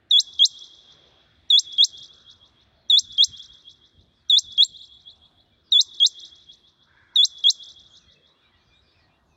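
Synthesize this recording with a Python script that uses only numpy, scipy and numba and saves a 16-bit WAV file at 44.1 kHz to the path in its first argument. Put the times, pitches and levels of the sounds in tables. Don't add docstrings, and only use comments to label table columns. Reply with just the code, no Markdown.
import sys
import numpy as np
from scipy import signal
from scipy.fft import rfft, irfft
from scipy.io import wavfile
from scipy.ndimage import uniform_filter1d
from numba import njit

SR = 44100
rng = np.random.default_rng(int(sys.argv[2]) if len(sys.argv) > 2 else 0)


def dump(signal):
    limited = np.clip(np.atleast_2d(signal).T, -1, 1)
    pcm = np.round(limited * 32767).astype(np.int16)
    wavfile.write(sys.argv[1], SR, pcm)


def voltage_ratio(decibels):
    exponent = np.asarray(decibels, float) / 20
    return 10 ** exponent


N = 412776
T = np.arange(N) / SR


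def unit(x):
    return x / np.sqrt(np.mean(x ** 2))


def add(track, x, s):
    i = int(s * SR)
    track[i:i + len(x)] += x[:N - i]


def curve(points, x):
    return np.interp(x, *np.transpose(points))


def lowpass(x, hz, order=2):
    return signal.sosfiltfilt(signal.butter(order, hz, fs=SR, output="sos"), x)


def walk(rate):
    hold = int(SR / rate)
    steps = np.repeat(rng.standard_normal(N // hold + 1), hold)
    return 1.3 * uniform_filter1d(uniform_filter1d(steps, hold), hold)[:N]


def bumps(rows):
    return sum(db * np.exp(-((T - s) / half) ** 2) for s, half, db in rows)


def blur(x, wet):
    tail = wet * rng.standard_normal(6000) * np.exp(-np.arange(6000) / SR / .035)
    tail[0] = 1
    return signal.fftconvolve(x, tail)[:N]


FIRST = dict(start_ms=-90, rest_hz=3337, climb_hz=1100, climb_ms=13.1, scoop_hz=458, flick_hz=450,
             swell_db=-6, swell_ms=45, peak_db=3.2, squeak_db=-46, attack_ms=5)
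SECOND = dict(start_ms=-62, rest_hz=3198, climb_hz=1310, climb_ms=15.2, scoop_hz=1.5, flick_hz=1100,
              swell_db=-16, swell_ms=31, peak_db=1.5, squeak_db=-70, attack_ms=5.5)
SCOOP_MS, FLICK_MS = 22.6, 1.4
SQUEAK_MS, SQUEAK_HZ, SQUEAK_SAG_HZ = 10, 6050, 45
CATCH_DB, CATCH_HZ = -7, 56
WHIP_DB, FAILED_WHIP_DB = -6.5, -20
BREAK_MS, BREAK_HZ = -2.5, 250
WHIP_END_MS, WHIP_RISE_HZ, WHIP_TOP_HZ = 7.8, 230, 6800
TOP_MS, TOP_HZ, TOP_REACH_HZ, TOP_SAG_HZ = 5.5, 7680, 1100, 17
TOP_DB, TOP_FADE_DB = -13.5, -1.14
# multiple of the pitch, level in dB.
OVERTONES = [(2, -34.5), (3, -44.5), (4, -51)]


def syrinx(kind, factor, catch_hz, early_ms, whip_db):
    t = np.arange(-108, 35, 1000 / SR)
    start = kind["start_ms"] - early_ms
    age = np.maximum(t - start, 0)

    climb = kind["climb_hz"] * np.exp(np.minimum(t, BREAK_MS) / kind["climb_ms"])
    scoop = kind["scoop_hz"] * np.exp(-(age / SCOOP_MS) ** 2)
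    flick = kind["flick_hz"] * np.exp(-age / FLICK_MS)
    body_hz = factor * (kind["rest_hz"] + climb + scoop + flick)
    swell = kind["swell_db"] * np.clip(1 - age / kind["swell_ms"], 0, 1)
    catch = CATCH_DB * np.exp(-((body_hz - catch_hz) / CATCH_HZ) ** 2) * (t > -40)
    body_db = kind["peak_db"] + swell + catch + whip_db * (t > BREAK_MS)
    past_break = t - BREAK_MS
    body_hz = body_hz + WHIP_RISE_HZ * np.maximum(past_break, 0) + BREAK_HZ * np.clip(past_break, 0, 1)
    body_hz = np.minimum(body_hz, WHIP_TOP_HZ)
    body_fade = np.clip((WHIP_END_MS - t) / 3, 0, 1)
    body_size = voltage_ratio(body_db) * np.clip(age / kind["attack_ms"], 0, 1) * body_fade

    early = t - start + SQUEAK_MS
    squeak_hz = SQUEAK_HZ - SQUEAK_SAG_HZ * early
    squeak_size = voltage_ratio(kind["squeak_db"]) * np.clip(early / 4, 0, 1) * (age == 0)

    late = np.maximum(t - TOP_MS, 0)
    top_hz = TOP_HZ - TOP_REACH_HZ * np.exp(-late / 2) - TOP_SAG_HZ * late
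    top_size = voltage_ratio(TOP_DB + TOP_FADE_DB * late) * np.clip(late / 2, 0, 1) * np.clip((30 - t) / 8, 0, 1)

    out = 0
    for hz, size in [(squeak_hz, squeak_size), (body_hz, body_size), (top_hz, top_size)]:
        phase = 2 * np.pi * np.cumsum(hz) / SR
        tone = np.sin(phase)
        for k, db in OVERTONES:
            below_limit = np.clip((17000 - k * hz) / 1000, 0, 1)
            tone = tone + voltage_ratio(db) * np.sin(k * phase) * below_limit
        out = out + tone * uniform_filter1d(size, 50)
    return out


NEAR_DB, NEAR_DB_PER_S, NEAR_RISE_S = -34.5, -400, 0.005
FAR_DB, FAR_DB_PER_S, REACH_S = -65, -19.5, 1.6
# delay in seconds, level in dB.
ECHOES = [(.0307, -48.5), (0.041, -51.5), (0.0617, -53.5), (.0864, -58), (0.1274, -53.5), (.1367, -38),
          (0.1559, -44.5), (.1871, -38), (0.2005, -43.5), (0.217, -45.5), (0.237, -52), (0.2949, -47.5),
          (0.3145, -51.5), (0.3401, -55), (0.3613, -61), (.3773, -59), (0.4561, -52.5), (.4697, -41.5),
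          (0.488, -48), (0.617, -55.5), (0.6323, -52.5), (0.653, -60), (0.772, -57), (.7908, -60),
          (0.8897, -81), (.9233, -70.5), (1.076, -66), (1.23, -68.5)]
# lower edge in Hz, extra loss in dB per second of travel.
AIR_LOSS = [(4700, -14), (6100, -28)]


def landscape(scatter_db, echo_db_per_s):
    t = np.arange(int(REACH_S * SR)) / SR
    noise = rng.standard_normal(len(t))
    near = voltage_ratio(NEAR_DB + NEAR_DB_PER_S * t) * (1 - np.exp(-(t / NEAR_RISE_S) ** 2))
    far = voltage_ratio(FAR_DB + scatter_db + FAR_DB_PER_S * t)
    h = np.hypot(near, far) * noise / np.sqrt(SR / 1000)
    for s, db in ECHOES:
        db = db + echo_db_per_s * s
        h[int(s * SR)] += voltage_ratio(db - 5 * s)
        leaves = np.exp(-abs(t - s) / (.001 + .004 * s))
        h += .08 * voltage_ratio(db) * noise * leaves
    for hz, db_per_s in AIR_LOSS:
        low = lowpass(h, hz)
        h = low + (h - low) * voltage_ratio(db_per_s * t)
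    return h


FIRST_PAIR_SCATTER_DB, FIRST_PAIR_ECHO_DB_PER_S = 6, -14
# whip in seconds, pitch factor, level in dB, catch in Hz, early start in ms.
NOTES = [(.1996, 0.99, -6.5, 3591, 0.5), (.4535, .99, -2.5, 3530, 0.24), (1.5911, 0.99, -6, 3540, -0.17),
         (1.8435, 1, -3, 3500, 1.4), (2.9898, 1, -6, 3526, 1.73), (3.2409, 0.99, -3.5, 3498, 0),
         (4.3866, 1, -6.5, 3524, 0.05), (4.6399, 1.002, -2.5, 3528, 0.63), (5.8103, 1.0045, -6, 3526, 0.5),
         (6.0639, 1, -4, 3530, 2.5), (7.249, 1, -7, 3530, 1.5), (7.5019, 1, -4, 3510, 1.76)]
# frequency in Hz, level in dB.
GROUND = [(3900, -11), (5000, -4)]
# comb spacing in Hz, level in dB.
CAGE = [(782, -24.5), (632, -23.5), (70., -23.5)]
# frequency in Hz, gain in dB.
CALL_COLOUR = [(7800, 2.5), (8800, -10.5), (10200, -7), (11600, 4.5), (13300, -9.5), (15000, 7.5), (15900, 7)]
# frequency in Hz, gain in dB.
FIELD_LIFT = [(3400, 0), (4150, -5), (4700, 3.5), (5900, 3.5), (6600, 1)]


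def quail():
    out = np.zeros(N)
    for i, (s, factor, db, notch_hz, early_ms) in enumerate(NOTES):
        kind = (FIRST, SECOND)[i % 2]
        whip_db = WHIP_DB + FAILED_WHIP_DB * (i == 7)
        note = np.pad(syrinx(kind, factor, notch_hz, early_ms, whip_db) * voltage_ratio(db), (0, 2048))
        spectrum = rfft(note)
        f = np.fft.rfftfreq(len(note), 1 / SR)
        paths = 1 + voltage_ratio(curve(GROUND, f)) * np.exp(-21j * np.pi * f / notch_hz)
        for hz, bounce_db in CAGE:
            paths = paths + voltage_ratio(bounce_db) * np.exp(-2j * np.pi * f / hz)
        start = s - .108
        add(out, irfft(spectrum * paths * voltage_ratio(curve(CALL_COLOUR, f)), len(note)), start)
        first_pair = i < 2
        field = landscape(FIRST_PAIR_SCATTER_DB * first_pair, FIRST_PAIR_ECHO_DB_PER_S * first_pair)
        sent = irfft(spectrum * voltage_ratio(curve(FIELD_LIFT, f)), len(note))
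        add(out, signal.fftconvolve(sent, field), start)
    return out


def chirps(table, trill_hz, rough, wet, early):
    out = np.zeros(N)
    for s, length, hz0, hz2, db in table:
        n = int(length * SR)
        u = np.arange(n) / n
        hz = np.interp(u, [0, .4, 1], [hz0, hz0 + early * (hz2 - hz0), hz2])
        hz = uniform_filter1d(hz, n // 4, mode="nearest")
        hz = hz * (1 + rough * np.sin(2 * np.pi * trill_hz * u * length))
        grit = 1 + 60 * rough * uniform_filter1d(uniform_filter1d(rng.standard_normal(n), 24), 24)
        arch = np.sqrt(np.sin(np.pi * u))
        add(out, voltage_ratio(db) * arch * grit * np.sin(2 * np.pi * np.cumsum(hz) / SR), s)
    return blur(out, wet)


CHATTER_DB, FLOCK_DB = -80, 13
FLOCK_S = 8.75, .6


def chatter(count):
    when, length, pitch, glide, size = rng.random((count, 5)).T
    s = when * T[-1]
    hz = 2300 * voltage_ratio(7.5 * pitch)
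    flock = np.interp(s, T, bumps([(*FLOCK_S, FLOCK_DB)]))
    db = CHATTER_DB + flock - 9 * size - 5 * pitch
    rows = zip(s, .03 + .07 * length, hz * (.85 + .3 * glide), hz * (1.06 - .12 * glide), db)
    return chirps(rows, trill_hz=90, rough=.02, wet=.03, early=.7)


# start in seconds, length in seconds, start pitch in Hz, end pitch in Hz, level in dB.
WHISTLES = [(7.99, 0.071, 2950, 2410, -72), (8.07, .06, 2050, 1960, -69), (8.15, 0.03, 2715, 2580, -64),
            (8.26, 0.085, 3600, 3950, -63), (8.42, .08, 3500, 3950, -66), (8.05, .06, 4200, 4266, -68),
            (.195, .045, 1700, 1660, -67), (8.42, 0.066, 2600, 2276, -68), (8.51, .07, 2050, 1900, -69),
            (8.595, .055, 2430, 2380, -73.5), (8.7, .055, 2425, 2400, -65.5),
            (8.715, .105, 3300, 3900, -61), (8.88, .05, 3370, 3870, -66), (8.94, .07, 2740, 2397, -67),
            (8.99, .06, 1970, 1870, -67), (9.08, .05, 2500, 2400, -71), (9.17, 0.043, 1896, 1870, -73.5),
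            (9.3, 0.066, 2756, 2450, -73), (5.445, .055, 2980, 2950, -71), (5.51, .05, 2400, 2330, -74.5)]
# start in seconds, length in seconds, start pitch in Hz, end pitch in Hz, level in dB.
BUZZES = [(2.74, .15, 4500, 4000, -71), (4.14, .1, 5500, 4200, -73), (5.635, .08, 5300, 4500, -66),
          (7.885, .17, 7000, 5700, -65), (8.36, .14, 3400, 3900, -71), (8.4, .12, 2600, 2300, -76),
          (8.57, .22, 6100, 5800, -80), (8.73, .08, 7200, 7700, -83), (8.81, .14, 5200, 4400, -68),
          (8.89, .14, 2500, 2300, -77), (8.97, .1, 5400, 4100, -67), (9.25, .11, 7000, 5800, -79)]


def songbirds():
    whistles = chirps(WHISTLES, trill_hz=60, rough=.008, wet=.03, early=.75) * voltage_ratio(1.2)
    buzzes = chirps(BUZZES, trill_hz=130, rough=.045, wet=.022, early=.52)
    return whistles + buzzes + chatter(count=260)


# time in seconds, pitch in Hz, level in dB.
CAW = [
    (6.859, 519.4, -74),
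    (6.9, 527, -68),
    (7.0, 526, -63),
    (7.06, 521, -67.5),
    (7.13, 502, -66.5),
    (7.19, 473, -69.5),
    (7.22, 476, -96),
]
# multiple of the pitch, level in dB.
CAW_PARTIALS = [(2, -5), (3, 4), (4, -2), (5, -19)]


def crow():
    s, hz, db = np.transpose(CAW)
    phase = 2 * np.pi * np.cumsum(np.interp(T, s, hz) * (1 + .075 * walk(400))) / SR
    rattle = 1 + .7 * np.sin(2 * np.pi * np.cumsum(83 * (1 + .1 * walk(60))) / SR)
    voice = sum(voltage_ratio(d + 4 * walk(160)) * np.sin(k * phase) for k, d in CAW_PARTIALS)
    level = voltage_ratio(np.interp(T, s, db, -200, -200) - 5.5)
    return blur(level * rattle * voice, wet=0.063)


# frequency in Hz, width in Hz, level in dB.
PUMP = [(77.5, 10, -78.5), (150, 12, -81), (239, 20, -78.5), (348, 10, -83)]


def pump():
    out = 0
    for hz, width, db in PUMP:
        hum = signal.lfilter(*signal.iirpeak(hz, hz / width, SR), rng.standard_normal(N))
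        out = out + voltage_ratio(db + .8 * walk(0.82)) * unit(hum)
    return out


def hiss(spectrum, flicker_db, rate):
    hz, db = np.transpose(spectrum)
    octave = np.log2(np.fft.rfftfreq(N, 1 / SR) + 1)
    coloured = rfft(rng.standard_normal(N)) * voltage_ratio(np.interp(octave, np.log2(hz), db, -99, -99))
    out = 0
    for centre in np.arange(4, 14.5, .5):
        band = irfft(coloured * np.clip(1 - 2 * abs(octave - centre), 0, 1), N)
        out = out + voltage_ratio(flicker_db * walk(rate)) * band
    return unit(out)


# frequency in Hz, level in dB per Hz.
FIELD = [(88, -27), (150, 1), (275, -7.5), (321, 1), (466, -6), (675, -4.5), (837, -12), (1500, -11),
         (2400, -16), (2980, -13.5), (3620, -8), (7180, -29), (13200, -40.5), (15100, -33.5), (16000, -37)]
# time in seconds, strength in dB.
BREEZE = [(0, 1), (.7, 0), (1.1, 6.5), (1.35, 3), (2.7, 0.7), (3.6, -0.5), (4.9, -2.5), (6.3, 0.2), (7, -3),
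          (7.85, -0.7), (8.6, 2.5), (9.36, -0.2)]
MURMUR_EDGES_HZ = [800, 2050, 3000]
# level in dB, share of the breeze, own wander in dB.
MURMUR_LAYERS = [
    (-71.5, .8, 1.1),
    (-72, 1.1, .8),
    (-86, 1.8, 3),
]


def murmur():
    left = hiss(FIELD, flicker_db=3.5, rate=8)
    breeze = curve(BREEZE, T)
    out = 0
    for hz, (db, share, wander_db) in zip(MURMUR_EDGES_HZ, MURMUR_LAYERS):
        layer = lowpass(left, hz, order=4)
        out = out + unit(layer) * voltage_ratio(db + share * breeze + wander_db * walk(2.5))
        left = left - layer
    return out + left * voltage_ratio(-71)


WIND_DB, WIND_WANDER_DB = -67, 2
# frequency in Hz, level in dB per Hz.
GUST = [(25, -31), (42, -6), (75, 1.5), (156, -8.5), (188, -15.5), (236, -10.5), (274, -19), (450, -26.5),
        (580, -51), (990, -120)]
# middle in seconds, half length in seconds, dB over the wind.
PUFFS = [(.65, .1, -8.5), (.86, .04, -9), (1.2, .025, -13), (2.01, .03, 10), (3.02, .03, 16.5),
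         (3.11, .045, 14.5), (3.3, .035, 18.5), (6.4, 1.2, -3), (.35, .2, 2.5), (3.51, .04, 7),
         (3.6, .03, -19), (3.9, .04, -15), (4.02, .07, 11), (4.47, .06, 10.5), (4.72, .08, 10),
         (7.45, .15, -5.5), (6.78, .1, -7), (8.08, .04, 6), (8.3, .15, -27), (8.93, .03, -13),
         (9.02, .04, -1), (9.18, .05, -10)]


def wind():
    return hiss(GUST, flicker_db=1.6, rate=12) * voltage_ratio(WIND_DB + bumps(PUFFS) + WIND_WANDER_DB * walk(20))


def scene():
    return (quail() * voltage_ratio(2.0) + songbirds() + crow() + pump() + murmur() + wind())[None]


@njit
def follow(x, attack, release):
    out, e = np.empty(len(x)), 0.
    for i in range(len(x)):
        e += (x[i] - e) * (attack if x[i] > e else release)
        out[i] = e
    return out


def roll_off(x):
    return signal.sosfilt(signal.butter(12, 17140, fs=SR, output="sos"), x)


def record(dry):
    attack_s, release_s, knee_db, squeeze = .006, .013, -34, .36
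    envelope = follow(abs(dry[0]), 1 / (attack_s * SR), 1 / (release_s * SR))
    gain = uniform_filter1d(np.maximum(envelope / voltage_ratio(knee_db), 1) ** -squeeze, 200)
    held = np.interp(T - (T - .007) % .02, T, gain)
    gain = gain + .016 * (held - gain)
    bass = lowpass(dry, 220)
    mix = (dry - bass + bass * gain ** 0.53) * gain
    return roll_off(mix)


dry = scene()
out = record(dry)
dump(out)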